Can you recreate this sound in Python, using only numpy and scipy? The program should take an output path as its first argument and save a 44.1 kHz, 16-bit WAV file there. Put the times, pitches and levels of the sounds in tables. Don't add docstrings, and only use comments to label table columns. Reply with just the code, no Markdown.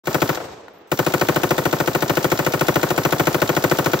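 import sys
import numpy as np
from scipy import signal
from scipy.fft import rfft, irfft, next_fast_len
from scipy.io import wavfile
from scipy.ndimage import map_coordinates

SR = 44100
rng = np.random.default_rng(int(sys.argv[2]) if len(sys.argv) > 2 else 0)


def gain_from_db(level_db):
    decades = np.asarray(level_db, float) / 20
    return 10 ** decades


def waveform_to_disk(signal):
    frames = np.transpose(np.atleast_2d(signal))
    scaled = np.clip(frames, -1, 1) * 32767
    samples = np.round(scaled).astype(np.int16)
    wavfile.write(sys.argv[1], SR, samples)


N = 176400
PAD = SR // 4
CYCLE_S = .073534

# (frequency [Hz], density [dB per Hz])
HISS_SPECTRUM = [(1000, -3), (2500, -6.5), (5000, -1.5), (8200, 2), (11500, -2), (15800, 2.5)]
# (frequency [Hz], density [dB per Hz])
METAL_SPECTRUM = [(700, -1), (2000, -2), (4000, 0.5), (6500, 0), (9800, -3), (13000, -11), (15800, -11.5)]


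def unit(x):
    return x / np.sqrt(np.mean(x ** 2) + 1e-20)


def along(points, hz):
    f, value = np.transpose(points)
    return np.interp(np.log(hz + 1), np.log(f + 1), value)


def filtered(x, response):
    size = next_fast_len(x.shape[-1] + SR // 2)
    spectrum = rfft(x, size) * response(np.fft.rfftfreq(size, 1 / SR))
    return irfft(spectrum, size)[..., :x.shape[-1]]


def train(times, gains):
    at = np.clip(np.round(times * SR).astype(int) + PAD, 0, N + PAD)
    return np.bincount(at, gains, N + PAD + 1)[:N + PAD]


def after(impulses, shape):
    return signal.fftconvolve(np.atleast_2d(impulses), np.atleast_2d(shape), axes=1)[:, :N + PAD]


def fall(t60, rise_s):
    t = np.arange(SR // 2) / SR
    return gain_from_db(-60 * t / t60) * (1 - np.exp(-t / rise_s)) ** 2


def near_noise(spectrum):
    # (frequency [Hz], phase [rad])
    port_phase = [(0, 0), (600, .6), (1460, .2), (2330, -2.6), (4390, -7), (7000, -8.3), (8500, -9.4),
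                  (11500, -11.4), (13500, -12.5)]
    # (frequency [Hz], level [dB])
    port_lean = [(300, 2.5), (2400, 6), (4400, 0), (8000, 0)]
    alike = 0.84
    a, b, c = rng.standard_normal((3, N + PAD))
    pair = np.sqrt(alike) * a + np.sqrt(1 - alike) * np.array([b, c])
    side = np.array([[.5], [-.5]])

    def response(hz):
        level = gain_from_db(along(spectrum, hz) + side * along(port_lean, hz))
        return level * np.exp(1j * side * along(port_phase, hz))

    return unit(filtered(pair, response))


def wide_noise(spectrum, size):
    # (frequency [Hz], correlation [1])
    likeness = [(40, 0.76), (130, 1), (300, 0.9), (700, 0.48), (4000, 0.12)]

    def response(hz):
        turn = np.arccos(np.clip(along(likeness, hz), -1, 1)) / 2
        return gain_from_db(along(spectrum, hz)) * [np.cos(turn), np.sin(turn)]

    mid, side = filtered(rng.standard_normal((2, size)), response)
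    return unit(np.array([mid + side, mid - side]))


def firing():
    # (first shot [s], shots [count])
    bursts = [
        (-.0757, 6),
        (.9182, 42),
    ]
    # (time [s], lag behind the even cycle [s])
    drag = [(0, -.0), (.9, -.0017), (1.3, .0002), (1.8, .0001), (2.15, .0016), (2.45, .0011), (2.6, .0002),
            (3.0, .0001), (3.2, -.0012), (3.65, .0), (4, -.0003)]
    jitter_s, scatter_db = .0002, 1.11
    even = np.concatenate([s + CYCLE_S * np.arange(count) for s, count in bursts])
    luck = rng.standard_normal((len(even), 12))
    times = even + np.interp(even, *np.transpose(drag)) + jitter_s * luck[:, 0]
    return times, gain_from_db(scatter_db * luck[:, 1]), luck[:, 2:]


def shaded(f):
    # (frequency [Hz], width [Hz], level [dB])
    modes = [(236.5, 37, -9.5), (437, 40, 3), (673, 77, -5), (1038, 72, 4.5), (1138, 95, -5.5),
             (1254, 47, 2), (1425, 107, 0.5), (1600, 53, 4.5), (2390, 120, 4)]
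    return np.prod([1 + (gain_from_db(db) - 1) * 1j * f * w / (c * c - f * f + 1j * f * w) for c, w, db in modes], axis=0)


def blast():
    path_s = [.0014, .0029, .0045, .0057, .0089, .0111, .0128, .0146, .0195, .025, .0286, .0325]
    # (left level [dB], right level [dB])
    path_levels = [(-15, -39), (-1, -16.5), (-15.5, -45), (-9, -8.5), (-3.5, -10), (-4.5, -8.5), (-12, -26),
                   (-10.5, -15.5), (-16.5, -16.5), (-11.5, -13), (-42.5, -38), (-20.5, -18.5)]
    # (frequency [Hz], density [dB per Hz])
    scatter_spectrum = [(250, -0.5), (350, 13), (520, 3), (750, -16), (1050, 5.5), (1350, 3), (2400, -13.5),
                        (4000, -50)]
    # frequency [Hz], trough [s], centre [s], half length [s]
    ground_wave = (150, .023, .0212, .0054)
    blast_db, scatter_db, thump_db, thump_lean_db = -7.5, -19.5, -22, 2.5
    push_s, lengthens = 0.00027, .025
    t = np.arange(SR // 10) / SR
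    out = np.zeros((2, len(t)))
    for s, db in zip(path_s, path_levels):
        u = np.clip((t - s) / (push_s + lengthens * s) + 1, 0, None)
        pulse = u * (2 - u) * np.exp(1 - u)
        out += gain_from_db(blast_db + np.array(db))[:, None] * pulse

    def low_cut(f):
        edge = 1j * f / 210
        return edge ** 2 / (1 + edge + edge ** 2)

    out = filtered(out, low_cut)
    scatter = fall(0.079, 0.002) * near_noise(scatter_spectrum)[:, :SR // 2]
    out += gain_from_db(scatter_db) * scatter[:, :len(t)]
    hz, trough_s, centre_s, half_s = ground_wave
    wave = -np.cos(2 * np.pi * hz * (t - trough_s)) * np.exp(-.5 * ((t - centre_s) / half_s) ** 2)
    return out + gain_from_db(thump_db + thump_lean_db * np.array([[.5], [-.5]])) * wave


def shots(times, sizes, luck):
    # (delay [s], level [dB])
    echoes = [
        (.0802, -9),
        (.1105, -14),
        (.152, -23),
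        (.192, -21),
    ]
    # (frequency [Hz], density [dB per Hz])
    crack_spectrum = [(700, -25), (1500, 3), (2500, 6.5), (5000, -5), (8200, 0), (9800, -12.5), (11500, -8),
                      (15800, -1.5)]
    crack_db, hiss_db, slap_body_db = -17, -30, 3
    lead_s, slap_jitter_s, slap_shortens_s = 0.002, 0.00061, 0.018
    slaps = 0
    for k, (s, db) in enumerate(echoes):
        slaps = slaps + train(times + s + slap_jitter_s * luck[:, k], sizes * gain_from_db(db))
    direct = train(times, sizes)
    one = filtered(blast(), shaded)
    short = one * gain_from_db(slap_body_db) * np.exp(-np.arange(one.shape[1]) / SR / slap_shortens_s)

    def slap_band(f):
        return 2360 / (2360 + 1j * f) * 1j * f / (200 + 1j * f)

    def slap_dulling(f):
        return (4000 / (4000 + 1j * f)) ** 2

    def snap(hits):
        early = np.roll(hits, -round(lead_s * SR))
        return after(early, fall(0.04, 0.0018)) * near_noise(crack_spectrum)

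    body = after(direct, one) + after(filtered(slaps, slap_band), short)
    crack = snap(direct) + filtered(snap(slaps), slap_dulling)
    hiss_power = np.abs(after(direct, fall(0.2, .008) ** 2))
    hiss = gain_from_db(hiss_db) * np.sqrt(hiss_power) * near_noise(HISS_SPECTRUM)
    return body + gain_from_db(crack_db) * crack + hiss


def tail(times, sizes):
    # (frequency [Hz], density [dB per Hz])
    tail_spectrum = [(35, -30), (65, -5.5), (230, -9.5), (450, -2), (800, -6), (2100, -17.5), (8400, -21.5),
                     (15800, -19)]
    # (frequency [Hz], t60 [s])
    tail_t60 = [(100, 1.33), (500, 1.51), (2000, 1.25), (6000, 1.07), (14000, 0.49)]
    tail_db, grain_db = -36.5, 2.5
    out = 0
    for k in range(3):
        grain = map_coordinates(rng.standard_normal(200), [np.arange(2 * SR) * 60 / SR])
        lumps = gain_from_db(grain_db * grain)
        hz, t, z = signal.stft(wide_noise(tail_spectrum, size=2 * SR) * lumps, SR, nperseg=512)
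        decay = gain_from_db(-60 * t / along(tail_t60, hz)[:, None]) * (1 - np.exp(-t / 0.026))
        roll = signal.istft(z * decay, SR, nperseg=512)[1]
        out = out + after(train(times[k::3], sizes[k::3]), roll)
    return gain_from_db(tail_db) * out


def bolt(times, luck):
    # (time [s], level [dB])
    clatter = [(0, -31), (.9, -31.5), (1.5, -32.5), (2.2, -27), (2.7, -29), (3.2, -30.5), (4, -27.5)]
    steady_slams = [
        2.006,
        2.153,
        2.227,
        2.594,
        2.667,
        2.741,
        2.888,
        3.034,
        3.107,
    ]
    after_shot_s, jitter_s = .0565, 0.00063
    scatter_db, steady_db = 1, 0
    at = times + after_shot_s + jitter_s * luck[:, 7]
    steady = np.abs(at[:, None] - steady_slams).min(axis=1) < CYCLE_S / 3
    db = np.interp(times, *np.transpose(clatter)) + scatter_db * luck[:, 6] * ~steady + steady_db * steady
    return after(train(at, gain_from_db(db)), fall(0.065, 0.00085)) * near_noise(METAL_SPECTRUM)


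def cases():
    # (time [s], level [dB], t60 [s])
    landings = [
        (.469, -46, .02),
        (.6817, -36, .02),
    ]
    # (frequency [Hz], density [dB per Hz])
    tick_spectrum = [(400, -24), (900, 9), (2500, -1), (7000, -20.5), (15000, -26)]
    # time [s], level [dB], t60 [s]
    trigger_pull = (.872, -62, .12)
    # (time [s], frequency [Hz], level [dB], t60 [s])
    ring_modes = [
        (.734, 10750, -74, .3),
        (.734, 13900, -73, .25),
        (.778, 14900, -68, .2),
        (.684, 13800, -70, .1),
        (.873, 6300, -66, .08),
        (.873, 7800, -64, .08),
        (.873, 13000, -70, .06),
    ]
    out = 0
    for s, db, t60 in landings:
        out = out + after(train(np.array([s]), gain_from_db([db])), fall(t60, 0.00033)) * near_noise(tick_spectrum)

    s, db, t60 = trigger_pull
    clicks = train(np.array([s, s + .02, s + .032]), gain_from_db([db, db, db + 8]))
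    out += after(clicks, fall(t60, .001)) * near_noise(HISS_SPECTRUM)

    patter_per_s, patter_db, spread_db = 60, -41.5, 4
    at = np.cumsum(rng.exponential(1, 600)) / patter_per_s
    size = rng.exponential(1, 600)
    firing_now = (at < .43) | (at > 1.0)
    patter = train(at, firing_now * gain_from_db(patter_db + spread_db * size))
    out += after(patter, fall(0.0078, 0.00037)) * near_noise(METAL_SPECTRUM)

    t = np.arange(SR // 2) / SR
    for s, hz, db, t60 in ring_modes:
        wobble = rng.standard_normal(len(t) // 300 + 1).repeat(300)[:len(t)]
        flutter = gain_from_db(db - 1 + 4.6 * wobble)
        out[:, PAD + round(s * SR):][:, :len(t)] += flutter * fall(t60, .001) * np.sin(2 * np.pi * hz * t)
    return out


def still_air():
    # (frequency [Hz], density [dB per Hz])
    air_spectrum = [(40, -32), (420, -2), (3500, -21), (8400, -45), (9000, -70), (15800, -65)]
    return gain_from_db(-57) * wide_noise(air_spectrum, size=N)


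def scene():
    times, sizes, luck = firing()
    mix = shots(times, sizes, luck) + tail(times, sizes) + bolt(times, luck) + cases()
    return mix[:, PAD:] + still_air()


def starved(x):
    # low [Hz], high [Hz]
    gap_hz = (8480, 11036)
    gap_opens = [.918, 1.655, 1.876, 2.022, 2.18, 2.25, 2.6, 2.675, 2.745, 2.905, 3.04, 3.115, 3.77]
    ragged_hz, open_db = 220, -6
    hz, t, z = signal.stft(x, SR, nperseg=1024)
    ragged = np.repeat(rng.standard_normal((2, len(t))), 3, axis=1)[:, :len(t)]
    low, high = np.array(gap_hz)[:, None] + ragged_hz * ragged
    opened = gain_from_db(open_db) * (np.abs(t[:, None] - gap_opens).min(axis=1) < 512 / SR)
    inside = (hz[:, None] > low) & (hz[:, None] < high)
    return signal.istft(z * np.where(inside, opened, 1), SR, nperseg=1024)[1][:, :N]


def top_cut(x):
    return signal.sosfilt(signal.butter(12, 17010, fs=SR, output="sos"), x)


def record(dry):
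    # (time [s], level [dB])
    fade_in = [(0.035, -46), (0.04, -18), (.06, 2), (.08, 3), (.105, 7)]
    ceiling, top_hz, low_cut_hz = 0.78, 15780, 55
    s, db = np.transpose(fade_in)
    t = np.arange(N) / SR
    started = t > s[0]
    x = dry * gain_from_db(np.interp(t, s, db)) * started
    x = x / (1 + np.abs(x / ceiling) ** 6) ** (1 / 6)

    def band(hz):
        return np.clip((top_hz - hz) / 200 + .5, 0, 1) * (1j * hz / (low_cut_hz + 1j * hz)) ** 2

    return top_cut(filtered(starved(x), band) * started)


dry = scene()
out = record(dry)
waveform_to_disk(out)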